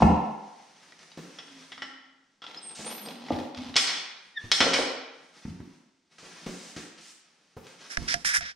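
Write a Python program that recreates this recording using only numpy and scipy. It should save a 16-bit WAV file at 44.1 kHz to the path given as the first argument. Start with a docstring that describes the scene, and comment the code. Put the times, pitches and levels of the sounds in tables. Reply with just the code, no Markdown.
"""A knock and a hollow thump ring through a workshop: a motorcycle wheel drops on a wooden beam. A hinged steel
lever is pressed into the tyre; stick-slip friction makes the rubber creak and groan. Faint, very high tones
glide up and down across each other. The lever springs free, squeaks on its pivot and clanks against its steel
box, exciting the modes of both. Boots thud and scuff on concrete, denim swishes and palms slap the tyre. At the
end a hand rubs and taps the camera, close and mostly on the right."""
import sys
import numpy as np
from scipy import signal
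from scipy.fft import rfft, irfft, next_fast_len
from scipy.io import wavfile
from scipy.ndimage import uniform_filter1d

SR = 44100
rng = np.random.default_rng(int(sys.argv[2]) if len(sys.argv) > 2 else 0)


def persist_wave(psi):
    """Save psi, clipped to +-1, as 16-bit WAV."""
    counts = np.round(np.clip(psi, -1, 1) * 32767).astype(np.int16)
    wavfile.write(sys.argv[1], SR, np.atleast_2d(counts).T)


N = 377055
TIME = np.arange(N) / SR
AGE = np.arange(SR) / SR  # the second that follows an impact

# spectra of loose steel joints, slipping rubber and a dull bump: f/Hz, level/dB
CHATTER_SPECTRUM = [(40, -43), (170, -5.5), (700, -4.5), (1300, -2), (2200, -1.5), (3300, -3.5), (5400, -3),
                    (7000, -14.5), (9300, -21), (11000, -38.5), (15000, -50.5)]
RUBBER_SPECTRUM = [(60, -45.5), (300, -14), (900, 3.5), (1400, -3), (2300, 0), (3400, 3), (4200, 0.5),
                   (5800, -4), (7500, -17.5), (10000, -22.5), (14000, -42)]
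BUMP_SPECTRUM = [(20, -1.5), (55, -0.5), (100, -8.5), (250, -14), (600, -35), (2000, -68)]
# modes of the lever's steel foot, damped by the rubber: f/Hz, level/dB, t60/s
FOOT_MODES = [(1400, -5, .03), (2130, -6, .03), (2480, -7, .02), (3350, 0, .03), (4080, -1, .03),
              (4930, -6, .02)]


def undb(db):
    """Decibels to amplitude ratio."""
    return 10 ** (np.asarray(db) / 20)


def unit(x):
    """Normalise to rms 1."""
    return x / np.sqrt(np.mean(x ** 2))


def add(track, t, sound):
    """Superpose a sound on the track at time t."""
    start = max(int(t * SR), 0)
    track[start:start + len(sound)] += sound[:N - start]


def curve(rows, column=1):
    """Linear interpolation of a table column in time."""
    rows = np.array(rows)
    return np.interp(TIME, np.sort(rows[:, 0]), rows[:, column])


def swell(rows):
    """Envelope from rows of t/s, f/Hz, level/dB; silent outside them."""
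    inside = (TIME >= rows[0][0]) & (TIME <= rows[-1][0])
    return undb(curve(rows, column=2)) * uniform_filter1d(inside * 1., size=200)


def fade(t60):
    """Exponential decay: 60 dB in t60 seconds."""
    return np.exp(-np.log(1000) * AGE / max(t60, .002))


def stroke(t, length_s, attack_s, t60):
    """Envelope of a sliding movement: linear rise, hold, exponential decay."""
    rise = np.clip((TIME - t) / attack_s, 0, 1)
    return rise * np.exp(-np.log(1000) * np.clip((TIME - t - length_s) / t60, 0, 10))


def strokes(rows, attack_s, t60):
    """Incoherent sounds add in power; rows of t/s, length/s, level/dB."""
    return np.sqrt(sum((undb(db) * stroke(t, length_s, attack_s, t60)) ** 2 for t, length_s, db in rows))


def wander(rate):
    """Smooth random fluctuation of rms 1, changing about rate times a second."""
    hold = int(SR / rate)
    steps = np.repeat(rng.standard_normal(N // hold + 1), hold)
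    return unit(uniform_filter1d(steps, hold)[:N])


def slips(rate, scatter_db):
    """Stick-slip impulses with log-normal intervals and sizes."""
    gap, size = rng.standard_normal((20000, 2)).T
    at = (np.cumsum(np.exp(.5 * gap)) * SR / rate).astype(int)
    return np.bincount(at[at < N], undb(scatter_db * size[at < N]), N)


def shade(x, points):
    """Zero-phase filter through points of f/Hz, gain/dB."""
    size = next_fast_len(len(x))
    octave = np.log2(np.maximum(np.fft.rfftfreq(size, 1 / SR), 1))
    hz, db = np.transpose(points)
    gain = undb(np.interp(octave, np.log2(hz), db))
    return irfft(rfft(x, size) * gain, size)[:len(x)]


def colour(x, points, tilt_db=0):
    """Spectral shaping with an extra tilt in dB per octave; rms 1."""
    return unit(shade(x, [(hz, db + tilt_db * np.log2(hz)) for hz, db in points]))


def burst(points, t60, tilt_db=0):
    """Dense, short-lived modes, evenly excited, merge into decaying coloured noise."""
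    envelope = fade(t60)
    spectrum = rfft(rng.standard_normal(SR) * envelope)
    white = irfft(spectrum / (np.abs(spectrum) + 1e-12), SR)
    strongest_hz = max(points, key=lambda p: p[1])[0]
    onset = 1 - np.exp(-(2 * AGE * strongest_hz) ** 2)  # takes about one cycle
    sound = colour(white, points, tilt_db) * fade(4 * t60) * onset
    return unit(sound) * np.sqrt(np.mean(envelope ** 2))


def ring(modes, pitch=1, contact_s=.0001):
    """Free vibration as a sum of damped sinusoids; a longer contact softens the onset."""
    hz, db, t60 = np.transpose(modes)
    gains = undb(db) / np.sqrt(np.sum(undb(db) ** 2) / 2) * (-1) ** np.arange(len(hz))
    sound = sum(g * np.sin(2 * np.pi * f * pitch * AGE) * fade(d) for f, g, d in zip(hz, gains, t60))
    return sound * (1 - np.exp(-(AGE / contact_s) ** 2))


def struck(modes, favoured_hz, focus_db, relative_width=.015):
    """The point of impact favours some modes over others."""
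    def nearness(hz):
        return np.exp(-(np.log(hz / np.array(favoured_hz)) / relative_width) ** 2).max()
    return [(hz, db + focus_db * nearness(hz), t60) for hz, db, t60 in modes]


def resonate(x, modes, width_hz, lift_db):
    """Forced response of modes broadened by contact damping; the energy of x is kept."""
    size = next_fast_len(len(x))
    f = np.fft.rfftfreq(size, 1 / SR)
    peaks = sum(undb(db) / (1 + 2j * (f - hz) / width_hz) for hz, db, _ in modes)
    response = irfft(rfft(x, size) * (1 + undb(lift_db) * peaks), size)[:len(x)]
    return unit(response) * np.sqrt(np.mean(x ** 2))


def wheel(crack_db=-13):
    """Contact time sets the attack: the hard rim knocks on wood at once, the soft tyre booms later."""
    # landing and bounces: t/s, thump/dB, knock/dB, tyre pitch ratio, knock pitch ratio
    landings = [(.003, -22.5, -21, 0.93, 1.0), (0.0204, -9.5, -3, 0.87, 0.97), (0.06, -21.5, -29, .9, .9),
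                (.097, -25, -26, 0.87, .9)]
    # modes of the tyre with its air, and of the rim on the beam: f/Hz, level/dB, t60/s
    tyre_modes = [(69.3, -8, 0.31), (90, -15, 0.34), (112, -11.5, 0.16), (163, -7, 0.2), (194, -2.5, 0.087),
                  (241.5, 3.5, 0.083), (341, -11, 0.12)]
    beam_modes = [(580, 0, 0.014), (790, 5, 0.013), (1010, 2, 0.015), (875, -13, 0.035)]
    # crack of the wood: f/Hz, level/dB
    crack_spectrum = [(40, -19), (150, 3), (420, 1), (800, 0), (1100, 1), (1500, -11), (2600, -15),
                      (3700, -14), (4500, -27), (6500, -28.5), (12000, -60.5)]
    out = np.zeros(N)
    for t, thump_db, knock_db, tyre_pitch, knock_pitch in landings:
        thump = ring(tyre_modes, tyre_pitch, contact_s=.0043)
        crack = burst([(hz * knock_pitch, db) for hz, db in crack_spectrum], t60=.034)
        knock = ring(beam_modes, knock_pitch, contact_s=.00083) + undb(crack_db) * crack
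        add(out, t, undb(thump_db) * thump + undb(knock_db) * knock)
    return out


def denim(gain_db=-2, flutter_db=2.1):
    """A brief burst of noise just before the wheel lands; after it, friction noise of moving cloth."""
    # the opening burst (first row), then the swishes: t/s, length/s, level/dB
    noises = [(0, 0.0022, -25.5), (0.084, 0.63, -64), (0.503, 0.13, -62), (0.667, 1, -59.5),
              (0.975, 0.056, -52.5), (1.15, 0.13, -55), (1.31, 0.45, -58.5), (4.159, 0.12, -62),
              (4.377, 0.17, -54), (5.101, 0.24, -62.5), (5.33, 0.17, -55.5), (5.5, 0.27, -65),
              (6.091, 0.069, -61), (6.167, 0.283, -51.5), (6.45, 0.33, -54.5), (6.945, 0.053, -51.5),
              (7.222, 0.52, -69), (7.609, 0.14, -55), (7.77, 0.37, -51)]
    # their common spectrum: f/Hz, level/dB
    spectrum = [(50, -48), (100, -17), (160, 9), (300, 2), (700, 2), (1600, 2.5), (4000, 1), (6000, 0.5),
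                (7500, -11), (9300, -11.5), (11000, -27), (15000, -37.5)]
    gain = undb(gain_db + flutter_db * wander(45)) * strokes(noises, attack_s=.039, t60=.091)
    return gain * colour(rng.standard_normal(N), spectrum)


def room_air(level_db=-75, drift_db=.78):
    """Broadband background noise, faint and nearly steady."""
    # room tone: f/Hz, level/dB
    air_spectrum = [(30, -12), (100, -13), (200, -1), (600, -9), (2000, -12.5), (5500, -11), (9000, -24.5),
                    (13000, -51.5)]
    return undb(level_db + drift_db * wander(13)) * colour(rng.standard_normal(N), air_spectrum)


def workshop(x, build_s=.028, early_db=-9, early_t60=.17):
    """Reverberation: floor and machines reflect first, then the diffuse field builds and decays."""
    # the room: f/Hz, t60/s, late level/dB, left-right correlation
    room_bands = [(61.4, 0.049, -5, 1), (142, 0.47, -9, 0.93), (245, 0.77, -4.5, 0.93),
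                  (610, 0.92, -5.5, 0.6), (1080, 0.94, -3, 0.2), (2030, 0.91, -4.5, 0.7),
                  (5200, 0.72, -6, 0.3), (9500, 0.37, 2.5, 0)]
    hz, *columns = np.transpose(room_bands)
    centres = np.log2(62.5) + np.arange(17) / 2  # half-octave bands
    octave = np.log2(np.maximum(np.fft.rfftfreq(SR, 1 / SR), 1))
    noise = rfft(rng.standard_normal((2, SR)))
    early = undb(early_db) * unit(fade(early_t60) * (AGE > .003))
    response = np.zeros((2, SR))
    for centre, band in zip(centres, np.eye(len(centres))):
        t60, late_db, alike = (np.interp(centre, np.log2(hz), c) for c in columns)
        mid, side = irfft(noise * np.interp(octave, centres, band), SR)
        pair = np.sqrt((1 + alike) / 2) * mid + np.sqrt((1 - alike) / 2) * np.array([side, -side])
        late = undb(late_db) * unit(fade(t60) * (1 - np.exp(-AGE / build_s)))
        response += pair * np.hypot(late, early) / np.sqrt(SR)
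    return signal.fftconvolve(x[None], response, axes=1)[:, :N]


def wavering_tone(hz, gain, waver, overtones_db=(), flutter_db=2):
    """A tone under random frequency and amplitude modulation."""
    phase = 2 * np.pi * np.cumsum(hz * (1 + waver * wander(500))) / SR
    tone = np.sin(phase) + sum(undb(db) * np.sin(k * phase) for k, db in enumerate(overtones_db, 2))
    return tone * gain * undb(flutter_db * wander(120))


def pivot_and_high_tones():
    """Dry friction makes the hinge hum, squeak and whistle; apart from it, faint, very high tones glide up and
    down across each other."""
    # the falling lever's squeak and the swung arm's hum: t/s, f/Hz, level/dB
    squeak = [(4.34, 1897, -66), (4.366, 1850, -41), (4.377, 1784, -26.5), (4.388, 1686, -38),
              (4.408, 1727, -44.5)]
    hum = [(1.42, 290, -65), (1.53, 274.8, -53.5), (1.61, 258, -51), (1.68, 262.3, -66), (1.82, 271.6, -52),
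           (1.9, 263.8, -54), (2.15, 267, -69)]
    # high tones: t/s, length/s, starting f/Hz, final f/Hz, level/dB; those at 11-13 kHz glide up and down
    # across each other
    glides = [(0.877, 0.5, 5800, 5950, -67), (2.564, 0.036, 5070, 5260, -41),
              (2.61, 0.14, 8480, 8540, -41.5), (2.845, 0.064, 8670, 9100, -37),
              (2.88, .12, 11100, 12200, -45), (2.891, 0.14, 12700, 11780, -48),
              (2.99, 0.049, 12000, 10920, -46), (2.994, 0.033, 12100, 13100, -55),
              (3.014, 0.071, 8940, 8330, -46.5), (3.058, 0.022, 4800, 5010, -45),
              (4.56, 0.016, 5520, 5350, -27.5), (4.583, 0.0095, 5700, 5300, -25)]
    out = wavering_tone(curve(squeak), swell(squeak), waver=.0091, overtones_db=(-7, -30))
    out += wavering_tone(curve(hum), swell(hum), waver=.039)
    for t, length_s, from_hz, to_hz, db in glides:
        progress = np.clip((TIME - t) / length_s, 0, 1)
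        glide_hz = from_hz + (to_hz - from_hz) * progress
        out += wavering_tone(glide_hz, undb(db) * np.sin(np.pi * progress), waver=.012)
    return out


def hinge_pin(chatter_db=-7, ring_db=-5, contact_s=.00017):
    """Impacts across a clearance: the loose pin knocks in its hole and rings the arm."""
    # clinks: t/s, level/dB, two favoured modes f/Hz, chatter t60/s
    clinks = [(0.921, -40, 2070, 1945, 0.051), (1.117, -43, 4560, 3810, 0.029),
              (1.386, -33.5, 3345, 5390, 0.15), (1.719, -32.5, 3345, 2070, 0.12),
              (1.778, -36, 2070, 1350, 0.082), (1.82, -28.5, 1945, 3020, 0.15),
              (1.821, -30, 5390, 1350, 0.068), (2.419, -37.5, 3345, 1350, 0.15),
              (2.44, -35.5, 3345, 1350, 0.095), (2.465, -35.5, 3810, 3345, 0.12),
              (3.284, -36, 2070, 810, 0.18), (3.741, -31.5, 3020, 3810, 0.07)]
    # modes of the hinged arm: f/Hz, level/dB, t60/s
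    arm_modes = [(265, -25, .9), (810, -7, .05), (1350, -10, .08), (1945, -6, .03), (2070, -10, .04),
                 (2830, -6, .045), (3020, -6.5, .026), (3345, -3.5, .045), (3810, -9, .04),
                 (4560, -7, .025), (5160, -9, .05), (5390, -10.5, .036), (7430, -26, .12)]
    onset = 1 - np.exp(-AGE / contact_s)
    out = np.zeros(N)
    for t, db, first_hz, second_hz, t60 in clinks:
        modes = struck(arm_modes, [first_hz, second_hz], focus_db=13.5)
        chatter = resonate(burst(CHATTER_SPECTRUM, t60, tilt_db=-1), modes, width_hz=250, lift_db=8)
        clink = undb(chatter_db) * chatter + undb(ring_db) * ring(modes)
        add(out, t, undb(db) * clink * onset)
    return out


def boots(heel_db=-3, scuff_db=-5, thud_db=-4, heel_t60=.13):
    """Impact and friction on concrete: heels thud, soles scuff and drag, grit crunches."""
    # footfalls: t/s, level/dB, scuff trim/dB, thud trim/dB, heel pitch ratio
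    steps = [(1.173, -34.5, -13, -28, 1.2), (2.79, -38, -23, -20, 1.43), (4.435, -39.5, -24, 1.5, 0.73),
             (6.183, -57.5, 10.5, -15, 1.03), (6.228, -47, -10, -15, 1.33), (6.461, -28.5, -12, -12, 1.25),
             (6.763, -34.5, -2.5, -21, 1.1), (7.565, -36.5, -19.5, -12, 0.96),
             (8.015, -35.5, -9.5, -15, 0.86)]
    # dragging soles: t/s, length/s, level/dB
    drags = [(2.745, 0.084, -46.5), (6.47, 0.24, -53.5), (7.0, 0.11, -54.5)]
    # grit underfoot: t/s, level/dB
    crunches = [(0.991, -49), (1.029, -49.5), (6.185, -49), (7.668, -43)]
    # spectra of heel and sole: f/Hz, level/dB
    heel_spectrum = [(40, -46), (95, -12), (140, 6.5), (250, 2), (370, -2), (700, -12), (2000, -25.5),
                     (6000, -43.5)]
    scuff_spectrum = [(300, -4.5), (1600, 6.5), (3500, 5), (6000, 3.5), (9300, -8.5), (10800, -25),
                      (15000, -35.5)]
    out = colour(rng.standard_normal(N), scuff_spectrum, tilt_db=4)
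    out *= strokes(drags, attack_s=.011, t60=.096)
    for t, db, scuff_trim, thud_trim, pitch in steps:
        heel = undb(heel_db) * burst([(hz * pitch, level) for hz, level in heel_spectrum], heel_t60)
        thud = undb(thud_db + thud_trim) * burst(BUMP_SPECTRUM, heel_t60)
        scuff = undb(scuff_db + scuff_trim) * burst(scuff_spectrum, t60=.36)
        add(out, t, undb(db) * (heel + thud + scuff))
    for t, db in crunches:
        add(out, t, undb(db) * burst(scuff_spectrum, t60=.023))
    return out


def rubber_creak(slack_hz=186.4, load_rise_hz=64.8, slack_db=-20, load_rise_db=28.5):
    """Stick-slip under the foot shakes the carcass; the tyre groans higher and louder with load."""
    # force on the lever: t/s, share of full load
    loading = [(2.42, 0.11), (2.87, 0.43), (3.1, 0.73), (3.42, 0.97), (3.68, .9), (3.76, 0.6)]
    # the foot slides over the sidewall: t/s, length/s, creak/dB, carcass rub/dB
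    slides = [(2.42, 0.31, -55, -59), (2.757, 0.082, -60, -52), (2.805, 0.11, -42.5, -43.5),
              (2.955, 0.49, -53, -57), (3.047, 0.07, -50, -44), (3.293, 0.11, -49, -39.5),
              (3.543, 0.16, -46, -56)]
    # response of the carcass: f/Hz, level/dB
    carcass_spectrum = [(50, -45), (100, -24), (145, 1), (330, 0), (560, 0), (830, 1), (1050, -9),
                        (2000, -22), (6000, -45)]
    jerks = signal.fftconvolve(slips(rate=150, scatter_db=2.8), fade(.04))[:N] * rng.standard_normal(N)
    sliding, rubbing = 0, 0
    for t, length_s, creak_db, rub_db in slides:
        gain = stroke(t, length_s, attack_s=.03, t60=.091)
        sliding = np.hypot(sliding, undb(creak_db) * gain)
        rubbing = np.hypot(rubbing, undb(rub_db) * gain)
    load = curve(loading)
    groan_hz = (slack_hz + load_rise_hz * load) * (1 + .05 * wander(60))
    groan_db = slack_db + load_rise_db * load + 3.5 * wander(70)
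    groan = undb(groan_db) * np.sin(2 * np.pi * np.cumsum(groan_hz) / SR)
    creak = undb(-2) * resonate(colour(jerks, RUBBER_SPECTRUM), FOOT_MODES, width_hz=250, lift_db=-9.5)
    carcass = undb(-1) * colour(jerks, carcass_spectrum)
    return (creak + groan) * sliding + carcass * rubbing


def lever_foot(ring_db=-6):
    """Impulse excitation: each large slip ticks in the damped steel foot."""
    # the foot catches and lets go: t/s, level/dB
    jerks = [(2.512, -43.5), (2.545, -39), (2.695, -45.5), (2.876, -42.5), (2.926, -37.5), (2.95, -38.5),
             (2.98, -37.5), (3.059, -41), (3.085, -36.5), (3.107, -40.5), (3.155, -45.5), (3.339, -41.5),
             (3.362, -41.5), (3.4, -41.5), (3.547, -37.5), (3.586, -40.5)]
    ringing = undb(ring_db) * ring(FOOT_MODES, contact_s=.00079)
    out = np.zeros(N)
    for t, db in jerks:
        tick = resonate(burst(RUBBER_SPECTRUM, t60=.024), FOOT_MODES, width_hz=210, lift_db=-.5)
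        add(out, t, undb(db) * (tick + ringing))
    return out


def stamp():
    """A soft impact: a sole thuds on the tyre and excites the damped modes of the clamped wheel."""
    # the boot comes down: t/s, level/dB
    stamps = [(3.304, -15.5)]
    # modes of the wheel between boot and beam: f/Hz, level/dB, t60/s
    clamped_modes = [(248, -4, 0.094), (318, -1, 0.06), (407, -11.5, 0.028), (567, 3.5, 0.029),
                     (720, -2.5, 0.031), (860, -4, 0.05), (1190, -15, 0.065)]
    out = np.zeros(N)
    for t, db in stamps:
        add(out, t, undb(db) * ring(clamped_modes, contact_s=.0013))
    return out


def sidewall_flex():
    """A slow push excites only the low modes of the soft sidewall."""
    # the bead gives way or a weight leans on the tyre: t/s, level/dB
    flexes = [(3.315, -25.5), (3.564, -35), (3.674, -38), (5.478, -30)]
    # sidewall modes: f/Hz, level/dB, t60/s
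    sidewall_modes = [(52, -5, .1), (93, 0, .13), (145, -3, .13)]
    out = np.zeros(N)
    for t, db in flexes:
        add(out, t, undb(db) * ring(sidewall_modes, contact_s=.022))
    return out


def lever_clanks():
    """Hard impacts excite high modes: the freed lever strikes steel, rings and chatters at its joints."""
    # blows: t/s, level/dB, tilt/(dB/octave), two favoured modes f/Hz, chatter t60/s, relative ring/dB
    clanks = [(3.757, -21.5, -2, 3030, 775, 0.017, -6.5), (3.7635, -14.5, 3, 3450, 5150, 0.12, -6.5),
              (3.872, -30, 0.5, 3450, 4410, 0.41, 0), (4.5157, -13.5, 2.5, 3260, 3030, 0.052, -6),
              (4.518, -23.5, 4, 5510, 4186, 0.061, 2.5), (4.604, -17, -1.5, 3030, 1490, 0.2, -5),
              (4.733, -23.5, -0.5, 1490, 2230, 0.32, -36), (4.739, -21.5, 4, 3852, 3290, 0.07, -9)]
    # modes of the lever with its foot: f/Hz, level/dB, t60/s
    lever_modes = [(775, -12, .08), (1110, -16, .08), (1490, -12, .09), (1975, -7, .06), (2234, -7.5, .06),
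                   (2417, -8, .14), (3030, -6, .03), (3270, -4, .04), (3450, -9, .24), (3852, -10, .3),
                   (4186, -6, .04), (4385, -8, .17), (4500, -13, .05), (4975, -11, .09), (5150, -11, .09),
                   (5275, -10, .09), (5510, -10, .13), (5845, -11, .14), (6420, -11, .07), (7460, -21, .14),
                   (7630, -21, .14)]
    out = np.zeros(N)
    for t, db, tilt_db, first_hz, second_hz, t60, ring_db in clanks:
        modes = struck(lever_modes, [first_hz, second_hz], focus_db=5.5)
        chatter = resonate(burst(CHATTER_SPECTRUM, t60, tilt_db), modes, width_hz=95, lift_db=7)
        add(out, t, undb(db) * (chatter + undb(ring_db) * ring(modes)))
    return out


def steel_box(rattle_db=-2):
    """Plate vibration: the hollow box booms and rattles as the arm bounces on it."""
    # bounces: t/s, level/dB
    bounces = [(4.605, -27.5), (4.66, -28.5), (4.787, -28)]
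    # panel modes: f/Hz, level/dB, t60/s
    panel_modes = [(85, -8, .14), (262, 12, .17), (457, 7, .27), (543, 10, .22), (630, 1, .2),
                   (800, 4, .12), (1071, 2, .2), (1362, -1, .25), (1491, -1, .25)]
    # rattle of the box: f/Hz, level/dB
    rattle_spectrum = [(60, 3), (200, 3), (500, 21), (1000, 7.5), (2200, -11), (4500, -27.5), (7000, -18),
                       (14000, -78.5)]
    boom = ring(panel_modes, contact_s=.0011)
    out = np.zeros(N)
    for t, db in bounces:
        add(out, t, undb(db) * (boom + undb(rattle_db) * burst(rattle_spectrum, t60=.3)))
    return out


def palms():
    """Heavily damped impacts: palms on the tyre give short, dull slaps."""
    # slaps: t/s, level/dB
    slaps = [(5.451, -29.5), (5.478, -32.5), (5.601, -33)]
    # skin on rubber: f/Hz, level/dB
    slap_spectrum = [(30, -38), (65, -5), (160, 3.5), (245, 7), (320, -12), (450, -14.5), (900, -21.5),
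                     (2000, -30), (9000, -60)]
    out = np.zeros(N)
    for t, db in slaps:
        add(out, t, undb(db) * burst(slap_spectrum, t60=.05))
    return out


def fingers(lift_hz=3960, lift_octaves=.71):
    """Structure-borne sound: skin rasps and taps on the camera's case beside a microphone port."""
    # rubs: t/s, length/s, level/dB, tilt/(dB/octave), treble lift of a flat fingertip/dB
    rubs = [(7.895, 0.053, -41.5, -1, 1), (7.97, .26, -52.5, 1, 4), (8.076, 0.059, -30, -3, 7),
            (8.245, 0.038, -25.5, 0.5, -0.5), (8.285, 0.051, -31, -2.5, -1.5),
            (8.334, 0.039, -26, -1.5, -5), (8.408, 0.097, -40, -5.5, 7.5)]
    # taps: t/s, click/dB, case ring/dB, low bump/dB, tilt/(dB/octave)
    taps = [(7.971, -19.5, -38, -31, -6.5), (8.141, -17, -26.5, -42.5, -3),
            (8.248, -22, -61.5, -47.5, -4.5), (8.369, -56, -70.5, -46, -3),
            (8.408, -29.5, -39.5, -47.5, -4)]
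    # skin on the case: f/Hz, level/dB
    skin_spectrum = [(180, -44), (300, -62), (484, -27.5), (1050, -18.5), (1700, 4), (2150, -2.5),
                     (2800, -12), (3500, -8.5), (4420, -8.5), (5210, 4), (5900, 1.5), (6650, -11),
                     (7200, -4), (7950, -13), (9660, -5), (10800, -22.5), (14300, -28), (15500, -46)]
    # case modes: f/Hz, level/dB, t60/s
    case_modes = [(696.5, -7, 0.12), (1690, -4.5, 0.042)]
    rasp = rng.standard_normal(N) + .35 * unit(slips(rate=1500, scatter_db=3))
    rasp *= undb(wander(110))
    out = np.zeros(N)
    for t, length_s, db, tilt_db, lift_db in rubs:
        lifted = [(hz, level + lift_db * np.exp(-(np.log2(hz / lift_hz) / lift_octaves) ** 2))
                  for hz, level in skin_spectrum]
        out += undb(db) * colour(rasp, lifted, tilt_db) * stroke(t, length_s, attack_s=.01, t60=.087)
    for t, click_db, ring_db, bump_db, tilt_db in taps:
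        click = undb(click_db) * burst(skin_spectrum, t60=.022, tilt_db=tilt_db)
        ringing = undb(ring_db) * ring(case_modes, contact_s=.0015)
        bump = undb(bump_db) * burst(BUMP_SPECTRUM, t60=.26)
        add(out, t, click + ringing + bump)
    return out


def hand(near_db=4, incoherent_db=-1, case_lag_s=.00027):
    """Transmission through the case: the hand at the right port reaches the left late and filtered."""
    # response at the far port: f/Hz, gain/dB
    far_response = [(60, -17.5), (150, 4.5), (700, -10), (1400, -0.5), (2400, 3), (4400, -5.5),
                    (8100, -17.5), (15000, -2)]
    near = fingers()
    delayed = np.interp(TIME - case_lag_s, TIME, near)
    far = shade(delayed + undb(incoherent_db) * fingers(), far_response)
    return np.array([far, undb(near_db) * near])


def scene():
    """Direct sound and reverberation superpose; only the hand on the camera stays dry."""
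    sources = [  # signal, send to the room/dB
        (wheel() + sidewall_flex(), 8),
        (stamp(), 3),
        (lever_clanks() + steel_box(), 4),
        (hinge_pin() + rubber_creak() + lever_foot(), 2),
        (pivot_and_high_tones(), -5),
        (denim() + boots() + palms(), 4.5),
        (room_air(), 0),
    ]
    direct = sum(sound for sound, _ in sources)
    echo = workshop(sum(undb(send_db) * sound for sound, send_db in sources))
    return direct + echo + hand()


def record(dry, top_hz=15600):
    """Band limiting: a steep low-pass cuts the highest treble."""
    return signal.sosfilt(signal.ellip(8, .2, 70, top_hz, fs=SR, output="sos"), dry)


dry = scene()
out = record(dry)
persist_wave(out)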